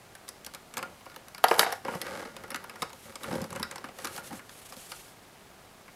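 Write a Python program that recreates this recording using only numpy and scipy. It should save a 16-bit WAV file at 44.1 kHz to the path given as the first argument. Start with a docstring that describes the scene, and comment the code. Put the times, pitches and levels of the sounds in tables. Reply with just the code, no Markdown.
"""First a faint hiss of room and microphone under resting hands; then a plastic puzzle cube ticks and knocks,
drags over a desk top and is rubbed by fingers that press a sticker onto it, close to a small microphone.
Once a steel nail clipper with a bead chain is dropped on the desk and bounces. Impacts and small slips
excite damped modes of desk, hollow body and hard faces; skin friction and hiss are shaped noise."""
import sys
import numpy as np
from scipy import signal
from scipy.fft import rfft, irfft
from scipy.io import wavfile
from scipy.ndimage import uniform_filter1d

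SR = 44100
rng = np.random.default_rng(int(sys.argv[2]) if len(sys.argv) > 2 else 0)


def to_linear_factor(level_db):
    """Convert decibel levels (scalar or array-like) to linear amplitude factors."""
    exponent = np.asarray(level_db, float) / 20
    return 10 ** exponent


def unload_wav(signal):
    """Save mono or channel-first audio to the path in sys.argv[1] as 16-bit WAV at rate SR, clipped to [-1, 1]."""
    wavfile.write(
        sys.argv[1],
        SR,
        np.round(np.clip(np.atleast_2d(signal).T, -1, 1) * 32767).astype(np.int16),
    )


N = 262650   # length in samples


def rms_one(x):
    """Power normalisation: scales a signal to rms 1."""
    return x / np.sqrt(np.mean(x ** 2) + 1e-20)


def coloured(spectrum):
    """Spectral shaping: white noise filtered to a given power density gives steady noise, here of rms 1."""
    hz, db = np.transpose(spectrum)
    bin_hz = np.arange(N // 2 + 1) * SR / N + 1   # 1 Hz up, to keep the logarithm finite
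    gain = to_linear_factor(np.interp(np.log(bin_hz), np.log(hz), db))
    return rms_one(irfft(rfft(rng.standard_normal(N)) * gain, N))


def drift(rate):
    """Slow random modulation: chance values, rate per second, joined by lines; spread 1."""
    knots = rng.standard_normal(400)
    return np.interp(np.arange(N) / SR * rate, np.arange(400), knots) * np.sqrt(3 / 2)


def band(x, low_hz, high_hz):
    """Band limitation: a second-order Butterworth band-pass."""
    return signal.sosfilt(signal.butter(2, [low_hz, high_hz], "band", fs=SR, output="sos"), x)


def evened(x, over_s):
    """Steady pressure: dividing by the short-time rms keeps the level even."""
    return x / np.sqrt(uniform_filter1d(x ** 2, int(over_s * SR)) + 1e-12)


def ring(force, hz, t60):
    """Damped resonance: a force sets one mode ringing, which falls 60 dB in t60 seconds."""
    radius = to_linear_factor(-60 / (t60 * SR))
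    w = 2 * np.pi * hz / SR
    return signal.lfilter([0, np.sin(w)], [1, -2 * radius * np.cos(w), radius * radius], force + 1e-18)


def ring_all(force, modes, column):
    """Modal superposition: one force drives a whole table, at the levels of one column, signs alternating."""
    return sum((-1) ** k * to_linear_factor(mode[column]) * ring(force, mode[0], mode[-1])
               for k, mode in enumerate(modes))


def slips(per_s, size_db):
    """Friction as a Poisson-like train: random slips of either sign and uneven size."""
    sizes = to_linear_factor(size_db * np.minimum(rng.exponential(1, N), 4)) * rng.choice([-1, 1], N)
    return sizes * (rng.random(N) < per_s / SR)


def swells(rows, swell, lean):
    """Power addition of gestures: each swells and fades; one envelope per level column."""
    start, length, *levels_db = np.transpose(rows)[:, :, None]
    coarse = np.arange(0, N, 32)
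    done = np.clip((coarse / SR - start) / length, 0, 1)
    shape = np.abs(np.sin(np.pi * done ** lean)) ** swell
    slow = [np.sqrt(np.sum((to_linear_factor(db) * shape) ** 2, axis=0)) for db in levels_db]
    return [np.interp(np.arange(N), coarse, envelope) for envelope in slow]


def during_clipper(t):
    """Change of source: marks the times in seconds at which the steel clipper and chain sound."""
    return (t > 1.43) & (t < 1.76)


# Hiss of room and microphone. Each row: frequency in Hz, relative density in dB per Hz.
AIR_SPECTRUM = [(15, -35), (25, -3), (91, -6), (315, -8.5), (402, 0), (460, -4), (727, -1), (1180, -9),
                (1460, -11), (2440, -12), (15700, -24)]
AIR_DB = -54.5


def air():
    """Stationary background noise: its spectrum alone gives the hiss its colour."""
    return to_linear_factor(AIR_DB) * coloured(AIR_SPECTRUM)


# Skin sliding on plastic. Each row: frequency in Hz, relative density in dB per Hz.
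SKIN_SPECTRUM = [(1500, -4), (3000, 1), (5000, -1.5), (7200, 0), (11000, 1), (13500, -5.5), (15700, -15)]


def skin_hiss():
    """Sliding and stick-slip friction: a wavering fine hiss breaks into puffs while the palm stutters."""
    start_s, end_s, slips_per_s, depth_db = 4.61, 4.77, 28.0, 10.0
    t = np.arange(N) / SR
    stuttering = (t > start_s - .5 / slips_per_s) * (t < end_s)
    stuck = stuttering * np.cos(np.pi * slips_per_s * (t - start_s)) ** 4
    waver_db = 1.2 * drift(60.0)
    return to_linear_factor(waver_db - depth_db * stuck) * coloured(SKIN_SPECTRUM)


# Modes of hard faces meeting. Each row: frequency in Hz, relative level in dB, t60 in seconds.
FACE_MODES = [(3500, 23.5, 0.00074), (5270, 15, 0.0033), (5780, 12, 0.0028), (8300, 16.5, 0.00098),
              (10900, 14.5, 0.0017), (12760, 3.5, 0.0049), (14360, 0, 0.0036)]


def chain_crackle():
    """Excitation by dense small slips: the bead chain rings high modes and crackles."""
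    ringing = ring_all(slips(1800.0, 2.5), FACE_MODES, column=1)
    return evened(band(ringing, 6700, 14000), 0.022)


# Strokes of skin, or of the chain. Each row: start in seconds, length in seconds, level in dB.
STROKES = [(0.15, 0.3, -66.5), (0.6, 1, -70), (1.45, 0.15, -44), (1.57, 0.088, -32.5), (1.64, 0.18, -54),
           (1.85, 0.19, -52), (2.0, 0.32, -53), (2.76, .12, -55), (2.91, 0.27, -53), (3.15, 0.37, -52),
           (3.45, 0.3, -61), (3.92, 0.25, -50.5), (4.09, .13, -45.5), (4.22, .09, -47.5), (4.3, .11, -49),
           (4.38, .82, -48.5)]
STROKE_SWELL, STROKE_LEAN = 1.15, 1   # roundness of a stroke; a lean of 1 peaks midway
RESTING_SKIN_DB = -65.5


def rub():
    """Amplitude modulation by the stroke: it swells the skin's hiss, or the falling chain's crackle."""
    stroke, = swells(STROKES, STROKE_SWELL, STROKE_LEAN)
    level = np.hypot(stroke, to_linear_factor(RESTING_SKIN_DB))
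    chain = chain_crackle()
    return level * np.where(during_clipper(np.arange(N) / SR), chain, skin_hiss())


# Modes of the desk top. Each row: frequency in Hz, relative level in dB under the cube,
# relative level in dB under the clipper, t60 in seconds.
DESK_MODES = [(175, -6, -28, .04), (240, -3, -26, .04), (340, -6, -20, .03), (475, -10, -13, .045),
              (538, -6, -16, .055), (650, -7, -5, .014), (765, -5, 0, .022), (880, -4, -1, .016),
              (1017, -4, -2, .016)]
# Modes of the hollow plastic body. Each row: frequency in Hz, relative level in dB, t60 in seconds.
BODY_MODES = [(1220, 13.5, 0.0088), (1413, -4, 0.12), (1590, 10, 0.0093), (1949, 1, 0.033),
              (2140, 8, 0.0092), (2960, 5.5, 0.006)]
# Things slide on the desk. Each row: start in seconds, length in seconds, pressure thud in dB,
# desk rumble in dB, body rattle in dB.
SLIDES = [(0.74, 0.2, -57, -48, -59), (1.445, 0.17, -56, -36.5, -39), (1.57, 0.2, -58, -36.5, -38.5),
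          (1.84, 0.16, -56, -40, -44.5), (2.0, 0.32, -57, -40.5, -42), (2.27, 0.33, -58, -52.5, -55),
          (2.48, 0.46, -68, -55, -56), (3.05, 0.078, -53, -50, -51.5), (3.2, 0.19, -61, -44.5, -47),
          (3.26, 0.21, -41.5, -38, -45), (3.49, 0.18, -44, -48.5, -49.5), (3.62, 0.36, -63, -53.5, -56),
          (3.97, 0.22, -57.5, -49, -51.5), (4.13, .16, -58, -52.5, -54), (4.29, 0.11, -50.5, -55, -53.5)]
SLIDE_SWELL, SLIDE_LEAN = 0.57, 0.82   # roundness of a slide; a lean under 1 peaks early
RESTING_THUD_DB, RESTING_RATTLE_DB = -60.5, -61.5   # hands that only hold the cube


def drag():
    """Friction-driven resonance: small slips ring the desk, the body and its faces; pressure thuds below."""
    press, rumble, rattle = swells(SLIDES, SLIDE_SWELL, SLIDE_LEAN)
    force = slips(500.0, 3.0)
    span_s = .04
    thud = evened(band(force, 85, 290), span_s)
    under_cube = evened(band(ring_all(force, DESK_MODES, column=1), 300, 1150), span_s)
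    under_clipper = evened(band(ring_all(force, DESK_MODES, column=2), 350, 1200), span_s)
    desk = np.where(during_clipper(np.arange(N) / SR), under_clipper, under_cube)
    body = evened(band(ring_all(force, BODY_MODES, column=1), 860, 5400), span_s)
    grit = to_linear_factor(-8.5) * evened(band(ring_all(force, FACE_MODES, column=1), 1800, 8900), span_s)
    thud_level = np.hypot(press, to_linear_factor(RESTING_THUD_DB))
    rattle_level = np.hypot(rattle, to_linear_factor(RESTING_RATTLE_DB))
    return thud_level * thud + rumble * desk + rattle_level * (body + grit)


def fidgets():
    """Random arrivals: faint touches at chance moments while the hands are busy, in rows like TOUCHES."""
    count, spread_db = 24, 3.0
    s = rng.uniform(1.0, 4.5, (count, 1))
    mean_db = (-58, -52, -53)   # knock, body, tick
    return np.hstack([s, mean_db + spread_db * rng.standard_normal((count, 3))])


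def blows(modes_db, hz, t60s, edges_hz, rise_s, chatter_s, settle_s, settle_db, first=0):
    """Impact excitation, a row per touch: chatter strikes every mode, loose parts settle; loudest at rms 1."""
    t = np.arange(4400) / SR
    count = len(rise_s)
    lengths = chatter_s * to_linear_factor(rng.normal(0, 1.5, (count, 1)))
    chatter = np.exp(-t / lengths) * (1 - np.exp(-t / rise_s))
    settling = to_linear_factor(settle_db) * np.exp(-t / settle_s) * (1 - np.exp(-t / chatter_s))
    force = rng.standard_normal((count, len(t))) * (chatter + settling)
    force[:, [44]] += first   # one sharp contact 1 ms in
    strengths = to_linear_factor(modes_db + 2.5 * rng.standard_normal((count, len(hz))))
    out = sum((-1) ** k * strengths[:, [k]] * ring(force, hz[k], t60s[k]) for k in range(len(hz)))
    out = band(out, *edges_hz)   # small bodies radiate little outside their modes
    power = uniform_filter1d(out ** 2, int(chatter_s * SR * 2), axis=1)
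    return out / np.sqrt(power.max(axis=1, keepdims=True))


# The clear touches. Each row: time in seconds, desk knock in dB, hollow body in dB, tick in dB.
TOUCHES = [(0.152, -52, -44, -44), (0.2809, -59, -48.0, -42), (0.2892, -52.0, -50, -33.5),
           (0.447, -67, -57, -40.5), (0.4644, -46, -43.5, -35), (0.538, -47, -43.5, -40.5),
           (0.5481, -53, -42.5, -37.0), (0.7394, -54, -43, -40.5), (0.7704, -38, -31, -31),
           (0.7788, -38, -39, -32.5), (0.7895, -43, -36, -41), (0.8279, -38, -31, -37),
           (1.0634, -41, -44.5, -59), (1.1621, -43, -40.5, -41.5), (1.2834, -55, -51, -44),
           (1.3474, -50, -40, -39), (1.3806, -48, -41, -41.5), (1.4406, -10, -12.5, -17),
           (1.4845, -27, -51, -26.5), (1.5128, -14, -17.5, -31.0), (1.5416, -37, -33, -36),
           (1.583, -24.5, -33, -37), (1.5941, -21, -14, -10), (1.6115, -28, -21, -36),
           (1.6303, -21.5, -19, -43), (1.665, -25, -28.5, -46), (1.7198, -43, -39, -43),
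           (1.7249, -27, -28.5, -30), (1.8502, -31, -37.5, -42), (1.8821, -28, -33, -47),
           (1.9375, -38.5, -32, -56), (1.9517, -31, -47, -41), (2.0158, -43, -36, -28),
           (2.0668, -55, -36, -42), (2.3659, -43, -44, -40), (2.437, -40, -41.5, -49),
           (2.5046, -44, -39, -35), (2.5173, -41.5, -38, -42.5), (2.5455, -38, -29.5, -32),
           (2.5595, -56, -37.5, -35), (2.641, -40, -43, -45), (2.696, -59, -38.5, -41.5),
           (2.7577, -45, -42, -47.5), (2.821, -30.5, -30.5, -28.5), (2.8272, -34, -30, -33.5),
           (2.9306, -46.5, -51, -44), (3.1561, -43, -38, -35.5), (3.2337, -56, -48, -36.5),
           (3.2423, -42, -33, -42), (3.3132, -33.5, -41, -46), (3.327, -27.5, -46, -40.5),
           (3.3395, -30.5, -45, -43), (3.3544, -30, -50, -40), (3.417, -30.5, -53, -38),
           (3.4419, -36, -42.5, -40.5), (3.5052, -44, -46, -41.5), (3.5283, -39, -43, -39.5),
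           (3.5601, -36, -37, -38.5), (3.5975, -35, -44, -39), (3.6291, -55, -30.5, -26),
           (3.7119, -52, -39, -36.5), (3.724, -41, -44, -52), (3.7583, -38, -41.5, -38.5),
           (3.7812, -44, -45, -41.5), (3.8424, -39, -32.5, -44.5), (3.888, -42, -45, -52),
           (3.9871, -41, -41, -41.5), (4.046, -35, -32.5, -32), (4.053, -36, -37, -33.5),
           (4.0716, -46, -38, -35), (4.1634, -45, -47, -36), (4.1788, -36, -37.5, -39),
           (4.308, -39, -48, -50), (4.3292, -35, -41, -47), (4.3939, -57, -40.5, -51),
           (4.494, -54, -51, -45), (4.7235, -44.5, -42.5, -42.5), (4.7665, -44, -63, -45),
           (4.9181, -46, -37.5, -35.5), (5.8806, -56, -47.5, -60)]
# The more the body outweighs the desk, the higher the desk modes struck under the cube.
KNOCK_TILT = 0.37        # dB per octave per dB
KNOCK_EVEN_DB = -15.5    # body-over-desk level at which there is no tilt
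FIRST_CONTACT_DB = 15.5  # single sharp first contact of steel, over the chatter


def touches():
    """Modal impact: each touch is a knock in the desk, a clack of the body and a tick of the faces."""
    s, knock_db, body_db, tick_db = np.vstack([TOUCHES, fidgets()]).T[:, :, None]
    steel = during_clipper(s)
    rise_s = np.where(steel, .0002, .001)   # steel meets the desk more abruptly than plastic in a hand
    first = steel * to_linear_factor(FIRST_CONTACT_DB)

    hz, cube_db, clipper_db, t60 = np.transpose(DESK_MODES)
    tilt_db = np.clip(KNOCK_TILT * (body_db - knock_db - KNOCK_EVEN_DB), -2.0, 6.0)
    cube_db = cube_db + tilt_db * np.log2(hz / hz[0])
    desk_db = np.where(steel, clipper_db, cube_db)
    rows = to_linear_factor(knock_db) * blows(desk_db, hz, t60, (140, 1500), rise_s, chatter_s=.002,
                                 settle_s=.02, settle_db=-21, first=first)
    hz, db, t60 = np.transpose(BODY_MODES)
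    rows += to_linear_factor(body_db) * blows(db, hz, t60, (900, 4000), rise_s, chatter_s=.0012,
                                 settle_s=.011, settle_db=-11.0, first=first)
    hz, db, t60 = np.transpose(FACE_MODES)
    rows += to_linear_factor(tick_db) * blows(db, hz, t60, (3000, 16000), np.full_like(s, .001), chatter_s=.0015,
                                 settle_s=.0047, settle_db=-12.0)

    out = np.zeros(N + rows.shape[1])
    starts = np.round((s[:, 0] - .001) * SR).astype(int)   # each row begins 1 ms ahead of its touch
    for at, row in zip(starts, rows):
        out[at:at + len(row)] += row
    return out[:N]


def room(x, t60_s, dull_hz):
    """Diffuse reverberation: near walls answer with a short decaying noise tail."""
    t = np.arange(int(.3 * SR)) / SR
    tail = rng.standard_normal(len(t)) * to_linear_factor(-60 * t / t60_s) * (t > .004)
    tail = signal.lfilter(*signal.butter(1, dull_hz, fs=SR), tail)
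    return signal.fftconvolve(x, tail / np.sqrt(np.sum(tail ** 2)))[:N]


def scene():
    """Superposition: hands, cube and clipper over the hiss of the room."""
    near = touches() + drag()
    wet = to_linear_factor(-15.5) * room(near, t60_s=0.32, dull_hz=6550)
    return (near + wet + rub() + air())[None]


def roll_off(x):
    """The treble ends steeply here."""
    return signal.sosfilt(signal.butter(12, 17000, fs=SR, output="sos"), x)


def record(dry):
    """Saturation and band limitation: peaks are slightly rounded and the top is cut."""
    rounded = 0.91 * np.tanh(dry / 1.022)
    top_cut = signal.cheby2(10, 40, 16300, fs=SR, output="sos")
    return roll_off(signal.sosfilt(top_cut, rounded))


dry = scene()
out = record(dry)
unload_wav(out)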